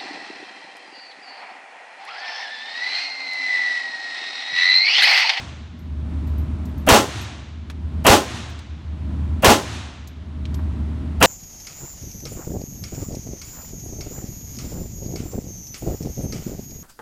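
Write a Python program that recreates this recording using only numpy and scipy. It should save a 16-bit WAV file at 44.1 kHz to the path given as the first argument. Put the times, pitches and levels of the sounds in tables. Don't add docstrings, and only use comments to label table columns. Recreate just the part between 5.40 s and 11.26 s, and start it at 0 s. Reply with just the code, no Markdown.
import sys
import numpy as np
from scipy import signal
from scipy.fft import rfft, irfft
from scipy.io import wavfile
from scipy.ndimage import uniform_filter1d

SR = 44100
rng = np.random.default_rng(int(sys.argv[2]) if len(sys.argv) > 2 else 0)


def store_pcm(level_fs):
    pcm = np.round(np.clip(level_fs, -1, 1) * 32767).astype(np.int16)
    wavfile.write(sys.argv[1], SR, np.atleast_2d(pcm).T)


N = 258422


def amp(db):
    return 10 ** (np.asarray(db) / 20)


def unit_rms(x):
    return x / np.sqrt(np.mean(x ** 2) + 1e-20)


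def curve_at(points, hz):
    point_hz, value = np.transpose(points)
    return np.interp(np.log(hz + 1), np.log(point_hz + 1), value)


def add(mix, start_s, sound):
    start = round(start_s * SR)
    sound = sound[max(-start, 0):]
    part = mix[max(start, 0):][:len(sound)]
    part += sound[:len(part)]


def coloured(white, spectrum):
    gain = amp(curve_at(spectrum, np.fft.rfftfreq(len(white), 1 / SR)))
    return unit_rms(irfft(rfft(white) * gain, len(white)))


def absorbed(x, t60_curve, delay_s):
    hz, t, bands = signal.stft(x, SR, nperseg=512)
    fall = amp(-60 * np.maximum(t - delay_s, 0) / curve_at(t60_curve, hz)[:, None])
    return signal.istft(bands * fall, SR, nperseg=512)[1][:len(x)]


def decay(t, t60_s):
    return np.exp(-np.log(1000) * t / t60_s)


def drift(rate_hz):
    low_pass = np.exp(-(np.fft.rfftfreq(N, 1 / SR) / rate_hz) ** 2)
    return unit_rms(irfft(rfft(rng.standard_normal(N)) * low_pass, N))


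# frequency_hz, relative_density_db
ONSET_SPECTRUM = [(40, -17), (200, 4.5), (400, -14.5), (620, 6.5), (1000, -5.5), (1500, -4.5), (2200, -16),
                  (2700, -4), (3200, -11), (3800, -29.5), (16000, -49)]

def blast_onset(length_s=.0228, swell_db=3, swell_rise_db=44, fizz_db=-27, fizz_rise_db=8):
    t = np.arange(round(length_s * SR)) / SR
    to_go = 1 - t / length_s
    white, fizz = rng.standard_normal((2, 4096))
    swell = amp(swell_db - swell_rise_db * to_go ** 1.47) * coloured(white, ONSET_SPECTRUM)[:len(t)]
    return length_s, swell + amp(fizz_db - fizz_rise_db * to_go) * fizz[:len(t)]


# frequency_hz, relative_density_db
BOOTH_SPECTRUM = [(25, -18.5), (60, -14), (90, 6), (135, -9.5), (180, -4.5), (240, 2.5), (650, 1.5),
                  (1000, -0.5), (1700, -5.5), (2300, -9), (3000, -6), (4800, -13.5), (6200, -13),
                  (10000, -21), (16000, -25.5)]
# frequency_hz, t60_s
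BOOTH_DECAY = [(80, 0.23), (300, 0.29), (800, 0.25), (3000, 0.24), (7000, 0.28), (15000, .23)]
# pitch_hz, level_db, t60_s
BOOTH_RESONANCES = [(99, -41, 0.82), (292.3, -15.5, 0.31), (349, -20, 0.1), (442, -14.5, 0.2),
                    (504, -26.5, 0.12), (542, -13, 0.16), (573, -10, 0.23), (624, -23.5, 0.4),
                    (746, -16, 0.14), (791, -7.5, 0.18), (826, -5.5, 0.2), (842, -6.5, 0.23),
                    (993, -24.5, 0.15), (1044, -15.5, 0.31), (1133, -17, 0.1005), (1335, -10, 0.067)]

def booth(reflections, phases, t, build_s=0.062, hold_s=0.017, crack_db=-4):
    crack = amp(crack_db) * reflections * decay(t, t60_s=0.03)
    wash = absorbed(coloured(reflections, BOOTH_SPECTRUM), BOOTH_DECAY, hold_s)
    decaying_s = np.maximum(t - hold_s, 0)
    ring = sum(amp(db) * decay(decaying_s, t60_s) * np.sin(2 * np.pi * (hz * t + phase))
               for (hz, db, t60_s), phase in zip(BOOTH_RESONANCES, phases))
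    return crack + wash + ring * np.minimum(t / build_s, 1)


def thump(t, delay_s=.0375, width_s=.0022, level_db=1):
    widths = (t - delay_s) / width_s
    return amp(level_db) * widths * np.exp(-widths ** 2 / 2)


# frequency_hz, relative_density_db
LANE_SPECTRUM = [(30, -14), (70, 5.5), (110, 21), (160, 5), (300, 7.5), (460, -4), (750, 0.5), (1500, -1),
                 (3800, -2.5), (4900, -8.5), (6300, -8), (10000, -20.5), (15000, -42)]
# frequency_hz, t60_s
LANE_DECAY = [(100, 1.15), (500, 1.33), (1500, 1.26), (3500, 1.22), (7000, 0.96), (14000, 0.18)]

def lane(reflections, t, build_s=0.22, decay_from_s=0.31, level_db=-23):
    roll = absorbed(coloured(reflections, LANE_SPECTRUM), LANE_DECAY, decay_from_s)
    return amp(level_db) * roll * np.minimum(t / build_s, 1)


# start_s, relative_level_db, case_pitch_hz
FIRINGS = [(-.41, 5.5, 12300), (1.4885, 4, 12300), (2.6659, 3.5, 11800), (4.0453, 3, 11760),
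           (5.8264, -7.5, 11760)]

def pistol(blast_db=13.0, fresh_share=0.23, grain_db=1.0):
    out, t = np.zeros(N), np.arange(2 * SR) / SR
    shared = rng.standard_normal((2, len(t)))
    phases = rng.random(len(BOOTH_RESONANCES))
    grain = unit_rms(amp(grain_db * drift(500)[:len(t)]))
    for start_s, level_db, _ in FIRINGS:
        fresh = rng.standard_normal((2, len(t)))
        near, far = np.sqrt(1 - fresh_share) * shared + np.sqrt(fresh_share) * fresh
        lead_s, onset = blast_onset()
        add(out, start_s - lead_s, onset)
        add(out, start_s, amp(blast_db + level_db) * (booth(near * grain, phases, t) + thump(t)))
        add(out, start_s, amp(level_db) * lane(far, t))
    return out


# frequency_hz, relative_density_db
DUCT_SPECTRUM = [(25, -35), (62, -3), (80, 1.5), (110, -7.5), (170, -9.5), (245, -9), (340, -20.5),
                 (490, -32.5), (1000, -33), (1700, -40), (3800, -46.5), (5000, -53), (9000, -59.5),
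                 (15000, -75)]
# pitch_hz, rms_level_db
FAN_PARTIALS = [(75.4, -25.5), (624.5, -56), (995.9, -64.5), (1319, -67)]

def ventilation(air_db=-28.0, waver_db=1, wander_cycles=0.14):
    t, tones = np.arange(N) / SR, np.zeros(N)
    for pitch_hz, level_db in FAN_PARTIALS:
        amplitude = np.sqrt(2) * amp(level_db + waver_db * drift(8))
        cycles = pitch_hz * t + wander_cycles * drift(4)
        tones += amplitude * np.sin(2 * np.pi * cycles)
    return amp(air_db) * coloured(rng.standard_normal(N), DUCT_SPECTRUM) + tones


# frequency_hz, relative_density_db
TICK_SPECTRUM = [(1000, -25), (4000, -1), (6500, 1), (10000, -10), (15000, -7)]
# start_s, ring_db, tick_db
CASE_BOUNCES = [(.3916, -53, -49), (.873, -54, -53), (.982, -46, -57), (1.2546, -55, -47.5),
                (1.3785, -50, -54), (1.8149, -31, -50), (3.097, -55, -38), (4.6743, -36, -31.5),
                (5.1445, -50, -49)]

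def spent_cases(shimmer_db=-58, shimmer_width_hz=170):
    out, t = np.zeros(N), np.arange(SR // 4) / SR
    for start_s, ring_db, tick_db in CASE_BOUNCES:
        pitch_hz = [case_hz for fired_s, _, case_hz in FIRINGS if fired_s < start_s][-1]
        phase = 2 * np.pi * pitch_hz * t
        ring = amp(ring_db) * np.sin(phase) * decay(t, t60_s=0.087)
        smear = drift(shimmer_width_hz)[:len(t)]
        shimmer = amp(shimmer_db) * np.cos(phase) * smear * decay(t, t60_s=.3)
        contact = coloured(rng.standard_normal(len(t)), TICK_SPECTRUM)
        tick = amp(tick_db) * contact * decay(t, t60_s=0.058)
        add(out, start_s, ring + shimmer + tick)
    return out


# start_s, level_db, centre_hz, breadth_octaves
KNOCKS = [(2.3, -26, 1390, 2.44), (3.1905, -27, 3200, 1.6), (5.0542, -35, 3100, 1.26),
          (5.1432, -37, 3800, 1.5), (5.1891, -39.5, 1000, 1.1)]

def clacks(t60_at_1khz_s=0.071, skirt_db=-14):
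    out, t = np.zeros(N), np.arange(SR // 4) / SR
    bands_hz = np.geomspace(20, SR / 2, 40)
    for start_s, level_db, centre_hz, breadth_octaves in KNOCKS:
        breadths_away = np.log2(bands_hz / centre_hz) / breadth_octaves
        spectrum = np.transpose([bands_hz, skirt_db * breadths_away ** 2])
        knock = coloured(rng.standard_normal(len(t)), spectrum)
        t60_s = t60_at_1khz_s * np.sqrt(1000 / centre_hz)
        add(out, start_s, amp(level_db) * knock * decay(t, t60_s))
    return out


def scene():
    return (pistol() + ventilation() + spent_cases() + clacks())[None]


def peak_follower(level_db, release_db_per_s):
    fall_db = np.arange(N) * release_db_per_s / SR
    return np.maximum.accumulate(level_db + fall_db) - fall_db


def power_db(x, samples):
    return 10 * np.log10(abs(uniform_filter1d(x ** 2, samples)) + 1e-12)


def gain_control(x, threshold_db=-11, depth_db=12, recovery_db_per_s=27, initial_excess_db=20):
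    excess_db = power_db(x, samples=300) - threshold_db
    excess_db[0] = initial_excess_db
    cut_db = np.clip(peak_follower(excess_db, recovery_db_per_s), 0, depth_db)
    return x / amp(uniform_filter1d(cut_db, size=100))


def limiter(x, limit_db=-6.5, release_db_per_s=350, ceiling=.95):
    excess_db = power_db(x, samples=260) - limit_db
    cut_db = np.maximum(peak_follower(excess_db, release_db_per_s), 0)
    limited = x / amp(uniform_filter1d(cut_db, size=80))
    return limited / (1 + (limited / ceiling) ** 4) ** .25


def record(dry, cutoff_hz=15900):
    limited = limiter(gain_control(dry[0]))
    low_pass = signal.firwin(511, cutoff_hz, window=("kaiser", 8), fs=SR)
    return signal.oaconvolve(limited, low_pass, "same")[None]


dry = scene()
out = record(dry)
store_pcm(out)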